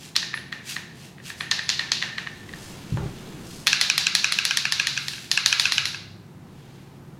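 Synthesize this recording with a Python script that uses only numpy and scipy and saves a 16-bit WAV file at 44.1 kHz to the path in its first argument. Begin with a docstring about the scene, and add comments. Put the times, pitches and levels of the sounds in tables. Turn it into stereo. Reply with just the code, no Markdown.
"""A hatchet is swung over a table in a small echoing room. A loose piece slides inside its hollow plastic
handle, clacking brightly on one end and tapping softly, while a small metal part pings. Near 3 s, arms
and hands rub over table and handle, and an elbow bumps the table top. From 3.7 to 6 s the hatchet is
shaken: clacks alternate with hollow clonks from the other end, and after 5 s the metal rings along.
Over the steady room hum, a lower drone swells once near 6 s and fades. One close microphone hears it."""
import sys
import numpy as np
from scipy import signal
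from scipy.fft import rfft, irfft, next_fast_len
from scipy.io import wavfile
from scipy.ndimage import uniform_filter1d, map_coordinates

SR = 44100
rng = np.random.default_rng(int(sys.argv[2]) if len(sys.argv) > 2 else 0)


def output_pcm(signal):
    """Save a mono or channel-first signal as 16-bit PCM at the path in sys.argv[1].

    Samples are clipped to [-1, 1] before scaling.
    """
    pcm = np.clip(np.atleast_2d(signal).T, -1, 1) * 32767
    wavfile.write(sys.argv[1], SR, np.round(pcm).astype(np.int16))


N = 317211
SNAP_HZ, TICK_HZ, TOP_HZ = 3000, 7500, 16000  # where a hit's snap and tick begin; highest pitch kept

# The loose piece hits the hard end. Brightness is how much louder the snap is than the hollow body.
# (time [s], level [dB], brightness [dB])
CLACK_HITS = [(0.1635, -18.5, 12.5), (1.513, -19.5, 9.5), (1.6916, -20, 7.5), (1.6998, -22, 5),
              (1.9184, -18, 8.5), (3.6696, -15.5, 1), (3.6765, -18.5, -0.5), (3.8123, -15, 3.5),
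              (3.979, -16.5, 4), (4.1511, -15.5, 7), (4.3224, -19, 4.5), (4.452, -18.5, 6),
              (4.5719, -18, 6), (4.7226, -18.5, 4.5), (4.87, -19.5, 2), (5.0826, -26.5, 6.5),
              (5.3147, -18.5, 10), (5.4605, -15.5, 9.5), (5.5968, -16.5, 8.5), (5.721, -19, 4),
              (5.855, -22.5, 7)]
# Each shake throws it back against the other end: (time [s], level [dB], brightness [dB])
CLONK_HITS = [(3.7301, -15, 3), (3.8999, -16, 8), (4.0684, -17, 8.5), (4.2439, -16, 2.5), (4.3877, -18, 3),
              (4.5093, -19, 0.5), (4.6532, -19, -2), (4.7982, -17.5, 2), (4.9672, -31.5, 5),
              (4.9759, -22, 1.5), (5.1346, -36, 4), (5.181, -41.5, -10), (5.3751, -16, 1), (5.527, -15, 4),
              (5.6549, -16, 1.5), (5.7808, -16, 3.5), (5.9452, -30.5, -3.5)]
# It taps softly inside the handle during the swings: (time [s], level [dB], brightness [dB])
SOFT_TAPS = [(0.1562, -28.5, 5), (0.2278, -29, -2), (0.3403, -28.5, -13), (0.3744, -33, -4),
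             (0.5259, -29, -5), (0.7645, -28, -5), (1.1822, -49, -12), (1.2002, -50, -15),
             (1.3016, -33.5, -5), (1.4078, -25, -5), (1.5176, -23, -3.5), (1.5914, -26, -5.5),
             (1.7939, -21.5, 2), (2.0245, -21, -1), (2.1817, -26, -3.5), (2.2711, -32.5, -10.5),
             (2.4911, -42.5, -9), (2.536, -39, -6.5)]
# The notes the handle rings at. Ring time (t60) is how long a note takes to fade by 60 dB.
# (pitch [Hz], ring time [s], level in a clack [dB], in a clonk [dB], in a tap [dB])
HANDLE_NOTES = [(1242, 0.0086, -14.5, -21, -2), (1654, 0.019, -10, -4, 1.5), (1870, 0.02, -8.5, -28, 4.5),
                (2513, 0.0097, -4, 3, 1), (3040, 0.004, -3.5, -3, -0.5), (3500, 0.01, -1, -67.5, -1.5),
                (4152, 0.0095, 3, -17.5, -2), (4326, 0.0059, 6, -27.5, -19),
                (5230, 0.011, -5, -14.5, -37.5), (5910, 0.0088, -9, -12.5, -48),
                (6700, 0.013, -10.5, -45, -36), (8940, 0.0036, -53.5, -14.5, -22),
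                (9670, 0.025, -14, -63, -36), (10160, 0.019, -13, -18, -49.5), (11130, .010, -33, -44, -41)]
# What the handle sends into the room: (pitch [Hz], level in a clack [dB], in a clonk [dB], in a tap [dB])
HANDLE_SPREAD = [(390, -28.5, -22, -20), (900, -16, -12, -14), (1355, -16.5, 3, -12),
                 (1716, -10.5, 3.5, -5.5), (1785, -10, -13.5, 4.5), (1990, -12.5, 3, -8),
                 (2880, -5, 8, -7.5), (3020, -7.5, -5, -12.5), (3980, 0, 5.5, -10.5),
                 (4970, -4.5, -0.5, -19.5), (6340, -9.5, -5, -20.5), (8700, -24.5, -23, -34),
                 (10200, -22.5, -19.5, -32), (15200, -37, -45.5, -47.5)]


def handle():
    """The loose piece strikes the same hollow handle from inside, in three ways."""
    clack_db, clonk_db, tap_db = np.transpose(HANDLE_NOTES)[2:]
    clack_spread, clonk_spread, tap_spread = np.transpose(HANDLE_SPREAD)[1:]
    clacks = rattle(CLACK_HITS, clack_db, clack_spread, tick_db=-6.5, room_db=-9, hollow_db=4,
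                    graze_db=-24, rebound=0.35, rebound_s=0.000983, crack_db=4.5)
    clonks = rattle(CLONK_HITS, clonk_db, clonk_spread, tick_db=-17, room_db=-12, hollow_db=2,
                    graze_db=-18, rebound=0.61, rebound_s=0.00122, crack_db=-2.5)
    taps = rattle(SOFT_TAPS, tap_db, tap_spread, tick_db=-13, room_db=-10.5, hollow_db=0,
                  graze_db=-12.5, rebound=0.54, rebound_s=0.001024, crack_db=-3)
    return clacks + clonks + taps


# The high tick of a hit carries best while the hatchet is upright: (time [s], level change [dB])
TICK_LEVEL = [(0.2, -10), (1.5, -15.5), (2.5, -19), (3.7, -4.5), (4.5, -2), (5.4, -9.5)]


def rattle(hits, notes_db, spread_db, tick_db, room_db, hollow_db, graze_db, rebound, rebound_s, crack_db):
    """Each time, the piece grazes the plastic, then hits it, and the room echoes."""
    track = np.zeros(N)
    times, _, brightness = np.transpose(hits)
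    treble = np.interp(times, *np.transpose(TICK_LEVEL))
    for (s, db, bright_db), treble_db in zip(hits, treble):
        body_db, snap_db = db - bright_db / 2, db + bright_db / 2
        bands_db = body_db, snap_db, snap_db + tick_db + treble_db
        hit, graze = (strike(bands_db, notes_db, rebound, rebound_s, crack_db) for _ in range(2))
        add(track, s, hit)
        add(track, s - rng.uniform(0.002, .008), amp(graze_db + rng.normal(0, 1.5)) * graze)
        add(track, s - rng.uniform(0.0011, .002), amp(graze_db) * graze)  # one edge touches first
        add(track, s + rng.uniform(.0105, .013), amp(-22.5) * hit)  # echo off the ceiling
        colour = echo_colour(spread_db, s, bright_db - brightness.mean(), treble_db - treble.mean(),
                             hollow_db)
        add(track, s, amp(db + room_db) * room_echo(colour))
    return track


def strike(bands_db, notes_db, rebound, rebound_s, crack_db):
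    """One hit cracks, rings the handle briefly and bounces about a millisecond later."""
    t = np.arange(int(.04 * SR)) / SR
    hz, t60 = np.transpose(HANDLE_NOTES)[:2, :, None]
    hz = hz * (1 + .018 * rng.standard_normal(hz.shape))  # the grip shifts the notes a little
    gains = amp(notes_db + 1.5 * rng.standard_normal(len(hz))) * (-1) ** np.arange(len(hz))
    ring = gains @ (np.sin(2 * np.pi * hz * t) * amp(-60 * t / t60))
    crack = amp(crack_db - 60 * t / 0.0033) * uniform_filter1d(rng.standard_normal(len(t)), size=2)
    sound = ring + crack
    bounce_s = rebound_s * (1 + .055 * rng.standard_normal())
    add(sound, bounce_s, rebound * uniform_filter1d(ring, size=3))  # the second touch is softer
    # the hit's force and hardness set how loud body, snap and tick are in the first 5 ms
    bands_hz = [(850, SNAP_HZ), (SNAP_HZ, TICK_HZ), (TICK_HZ, 12500)]
    hit = np.zeros(len(t))
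    for edges, db in zip(bands_hz, bands_db):
        band = signal.sosfilt(signal.butter(3, edges, "bandpass", fs=SR, output="sos"), sound)
        hit += amp(db) * band / np.sqrt(np.mean(band[:int(.005 * SR)] ** 2))
    return hit


# The handle's hollow note sinks as the grip changes: (time [s], pitch [Hz])
HOLLOW_NOTE = [(2.5, 1850), (3.7, 1720), (5.4, 1630)]


def echo_colour(spread_db, s, bright_db, treble_db, hollow_db, follow=0.38, half_width_hz=99):
    """A brighter hit sends a brighter sound into the room, with a lift at the hollow note."""
    hz = np.geomspace(100, TOP_HZ, num=200)
    base_db = along(np.column_stack([np.transpose(HANDLE_SPREAD)[0], spread_db]), hz)
    snap_db = bright_db * (.5 - 1 / (1 + (hz / SNAP_HZ) ** 6))
    tick_db = treble_db * (1 - 1 / (1 + (hz / TICK_HZ) ** 10))
    note_hz = np.interp(s, *np.transpose(HOLLOW_NOTE))
    note_db = hollow_db / (1 + ((hz - note_hz) / half_width_hz) ** 2)
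    return np.column_stack([hz, base_db + follow * (snap_db + tick_db) + note_db])


# A small metal part jingles alone during the swings: (time [s], level [dB])
LONE_PINGS = [(0.347, -43), (1.401, -47), (1.633, -51)]
# Its notes: (pitch [Hz], level when swinging freely [dB], level when jolted by a clack [dB])
METAL_NOTES = [(9450, -23, 0.5), (10170, 0.5, -1), (10750, -20, -4.5), (11300, -24, -3), (12200, -26, -7)]


def metal_pings(loose_from_s=5, jolt_db=-22.5, t60=0.19, buzz=0.2):
    """The metal part rings one clear note alone; once shaken loose, several with every clack."""
    track, t = np.zeros(N), np.arange(SR // 4) / SR
    hz, free_db, jolted_db = np.transpose(METAL_NOTES)
    rings = [(s, db + free_db) for s, db in LONE_PINGS]
    rings += [(s, db + jolt_db + jolted_db + rng.normal(0, 0.5, len(hz)))
              for s, db, _ in CLACK_HITS if s > loose_from_s]
    for s, notes_db in rings:
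        jitter = np.cumsum(rng.normal(0, buzz, (len(hz), len(t))), axis=1)  # it buzzes in its seat
        ring = amp(notes_db) @ np.sin(2 * np.pi * hz[:, None] * t + jitter)
        add(track, s, in_room(ring * amp(-60 * t / t60), room_db=-2.5))
    return track


# Arm and elbow land on the table: (time [s], level [dB], length of the touch [s])
ELBOW_BUMPS = [(2.921, -24.5, 0.0038), (2.939, -25.5, 0.0056), (2.973, -33.5, 0.0002), (3.001, -29, 0.0024),
               (3.012, -33.5, 0.0018), (3.058, -37, 0.0016)]
# The notes of the table top: (pitch [Hz], ring time [s], level [dB])
TABLE_NOTES = [(71.7, 0.52, -18), (121.3, 0.15, 6), (140, 0.12, 5.5), (175, 0.18, -6.5), (312, 0.13, -6),
               (382, 0.14, 0), (542, 0.051, -2.5), (734, 0.028, 3.5), (1284, 0.018, -8.5)]


def table_bumps(scuff_db=-13, scuff_t60=0.07):
    """Soft bumps scuff the table top and ring its low notes; a longer touch sounds duller."""
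    track, t = np.zeros(N), np.arange(SR // 3) / SR
    scuffs = noise([(150, -12), (450, 2), (1400, -9), (4000, -25), (12000, -50)])
    for s, db, touch_s in ELBOW_BUMPS:
        shifts = 1 + .03 * rng.standard_normal(len(TABLE_NOTES))
        ring = sum(amp(level + rng.normal(0, 1.5) - 60 * t / t60) * np.cos(2 * np.pi * hz * shift * t)
                   for (hz, t60, level), shift in zip(TABLE_NOTES, shifts))
        ring += amp(scuff_db - 60 * t / scuff_t60) * scuffs[round(s * SR):][:len(t)]
        push = signal.windows.hann(3 + int(touch_s * SR))
        thud = amp(db) * signal.fftconvolve(ring, push / push.sum())
        add(track, s, in_room(thud, room_db=2))
    return filtered(track, lambda hz: 1 / (1 + 40 / (1j * hz + 1e-6)) ** 2)  # a thin top gives little bass


# Weight comes onto the table: (time [s], level [dB])
TABLE_LEANS = [(3.02, -42), (6.53, -63)]


def table_rocking(hz=30.4, rise_db_per_s=171, fade_db_per_s=41):
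    """Leaning on the table rocks it: a deep rumble that grows fast and fades slowly."""
    t = np.arange(N) / SR
    sway = sum(amp(db - np.maximum(rise_db_per_s * (s - t), fade_db_per_s * (t - s)))
               for s, db in TABLE_LEANS)
    return sway * np.sin(2 * np.pi * hz * t + 0.63 * wobble(6))


# Strokes of skin and sleeve: (middle time [s], level [dB], half length [s], share of bare palm [0-1])
STROKES = [(0.047, -45, 0.039, 0.45), (0.711, -34.5, 0.033, 0.48), (1.028, -49, 0.055, 0.4),
           (1.283, -40.5, 0.029, 0.38), (1.404, -46.5, 0.022, 0.9), (2.645, -48.5, 0.089, 0.77),
           (3.0, -50.5, 0.63, 0.22), (3.55, -46.5, 0.073, 0.88), (5.132, -43, 0.13, 0.3),
           (6.707, -59, 0.15, 0)]
# The hiss of a bare palm: (pitch [Hz], level [dB])
PALM_HISS = [(500, -28), (2500, -10.5), (5000, 0), (7800, -3.5), (10500, -7.5), (16000, -20)]
# The hiss of a sleeve: (pitch [Hz], level [dB])
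SLEEVE_HISS = [(500, -38), (1500, -2), (2100, -0.5), (2550, 3.5), (3300, 1.5), (4300, -0.5), (5500, -6),
               (7000, -6), (9000, -14), (13000, -16.5), (16000, -24)]
# The arms rustle dully as the grip changes: (middle time [s], level [dB], half length [s])
GRIP_CHANGES = [(2.675, -43.5, 0.22), (3.353, -42, 0.29), (7.0, -52.5, 0.63)]


def rubs(grain_db=2):
    """Skin and cloth hiss as they slide, swelling with the speed of each stroke."""
    power = np.array([swell(middle, db, half) ** 2 for middle, db, half, _ in STROKES])
    palm = np.transpose(STROKES)[3]
    hiss = np.sqrt(palm @ power) * noise(PALM_HISS) + np.sqrt((1 - palm) @ power) * noise(SLEEVE_HISS)
    rustle = noise([(80, -7), (180, -0.5), (330, -3.5), (600, -15), (1500, -18), (4000, -39)])
    rustle *= sum(swell(*row) for row in GRIP_CHANGES)
    return in_room(hiss * amp(grain_db * wobble(300)), room_db=-5)[:N] + rustle


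# The rush of the ventilation: (pitch [Hz], level [dB])
AIR_RUSH = [(24, -53), (40, -21), (69, -10), (91, -5.5), (171, 0.5), (283, -10.5), (354, -11.5), (585, -20),
            (680, -18.5), (831, -18.5), (1300, -25), (16000, -44.5)]
# Its humming notes: (pitch [Hz], level [dB])
HUM_NOTES = [(137, -52), (355, -61.5)]
# The background dips a little once the shaking starts: (time [s], level change [dB])
BACKGROUND_LEVEL = [(0, -0.5), (1.7, 1), (3.6, 1), (4.2, -1.2), (7.19, -0.4)]


def ventilation(air_db=-46, drone_hz=102):
    """Air rushes steadily with a slightly wavering hum; a lower drone swells once and fades."""
    t = np.arange(N) / SR
    tone = amp(air_db) * noise(AIR_RUSH)
    hums = [(hz, amp(db)) for hz, db in HUM_NOTES]
    hums.append((drone_hz, swell(middle_s=6.08, db=-49, half_s=0.27)))
    for hz, gain in hums:
        tone += gain * amp(2 * wobble(3)) * np.sqrt(2) * np.sin(2 * np.pi * hz * t + .9 * wobble(6))
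    return tone * amp(np.interp(t, *np.transpose(BACKGROUND_LEVEL)))


# How long the room rings: (pitch [Hz], ring time [s])
ROOM_RING = [(150, 0.31), (1000, 0.49), (1750, 0.7), (2600, 0.56), (4200, 0.63), (7000, 0.51),
             (12000, 0.38)]


def room_echo(colour, build_s=0.0004):
    """Many echoes blur into fading noise, new for each place the source moves to; level 1 early on."""
    size = 2 ** 15
    shape = amp(along(colour, np.fft.rfftfreq(size, 1 / SR)))
    wash = irfft(rfft(rng.standard_normal(size)) * shape)
    hz, t, spectrum = signal.stft(wash, SR, nperseg=256)
    fade = amp(-60 * t / along(ROOM_RING, hz)[:, None])
    tail = signal.istft(spectrum * fade, SR, nperseg=256)[1]
    tail *= 1 - np.exp(-(np.arange(len(tail)) / SR / build_s) ** 2)
    return tail / np.std(tail[int(.01 * SR):int(.04 * SR)])


def in_room(sound, room_db):
    """A sound followed by the room's echo."""
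    tail = room_echo([(40, -7), (200, -6), (4000, -5.5), (14000, -5)])
    tail *= amp(room_db) / np.linalg.norm(tail)
    tail[0] += 1  # the direct sound
    return signal.fftconvolve(sound, tail)


def amp(db):
    """Turn decibels into a volume factor."""
    return 10 ** (np.asarray(db) / 20)


def along(points, hz):
    """Read between (pitch [Hz], value) points, with octaves evenly spaced."""
    pitches, values = np.transpose(points)
    return np.interp(np.log(hz + 1), np.log(pitches + 1), values)


def add(track, s, sound):
    """Mix a sound into the track at time s."""
    part = track[max(0, round(s * SR)):][:len(sound)]
    part += sound[:len(part)]


def filtered(x, response):
    """Turn each pitch in x up or down by response(hz)."""
    size = next_fast_len(N + 8192)
    return irfft(rfft(x, size) * response(np.fft.rfftfreq(size, 1 / SR)), size)[..., :N]


def noise(colour):
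    """Noise of average (rms) level 1, shaped by (pitch [Hz], level [dB]) points."""
    x = filtered(rng.standard_normal(N), lambda hz: amp(along(colour, hz)))
    return x / np.sqrt(np.mean(x ** 2) + 1e-20)


def wobble(rate):
    """A smooth curve through `rate` random values a second."""
    return map_coordinates(rng.standard_normal(int(N * rate / SR) + 4), [np.arange(N) * rate / SR])


def swell(middle_s, db, half_s):
    """A bell-shaped rise and fall in volume that peaks at db."""
    return amp(db) * np.exp(-.5 * ((np.arange(N) / SR - middle_s) / half_s) ** 2)


def scene():
    """One microphone feeds both channels."""
    mono = handle() + metal_pings() + rubs() + table_bumps() + table_rocking() + ventilation()
    return np.array([mono, mono])


def record(dry):
    """Round off the loudest peaks and cut everything above TOP_HZ."""
    rounded = dry / (1 + np.abs(dry) ** 6) ** (1 / 6)
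    return filtered(rounded, lambda hz: 1 / (1 + (hz / TOP_HZ) ** 120))


dry = scene()
out = record(dry)
output_pcm(out)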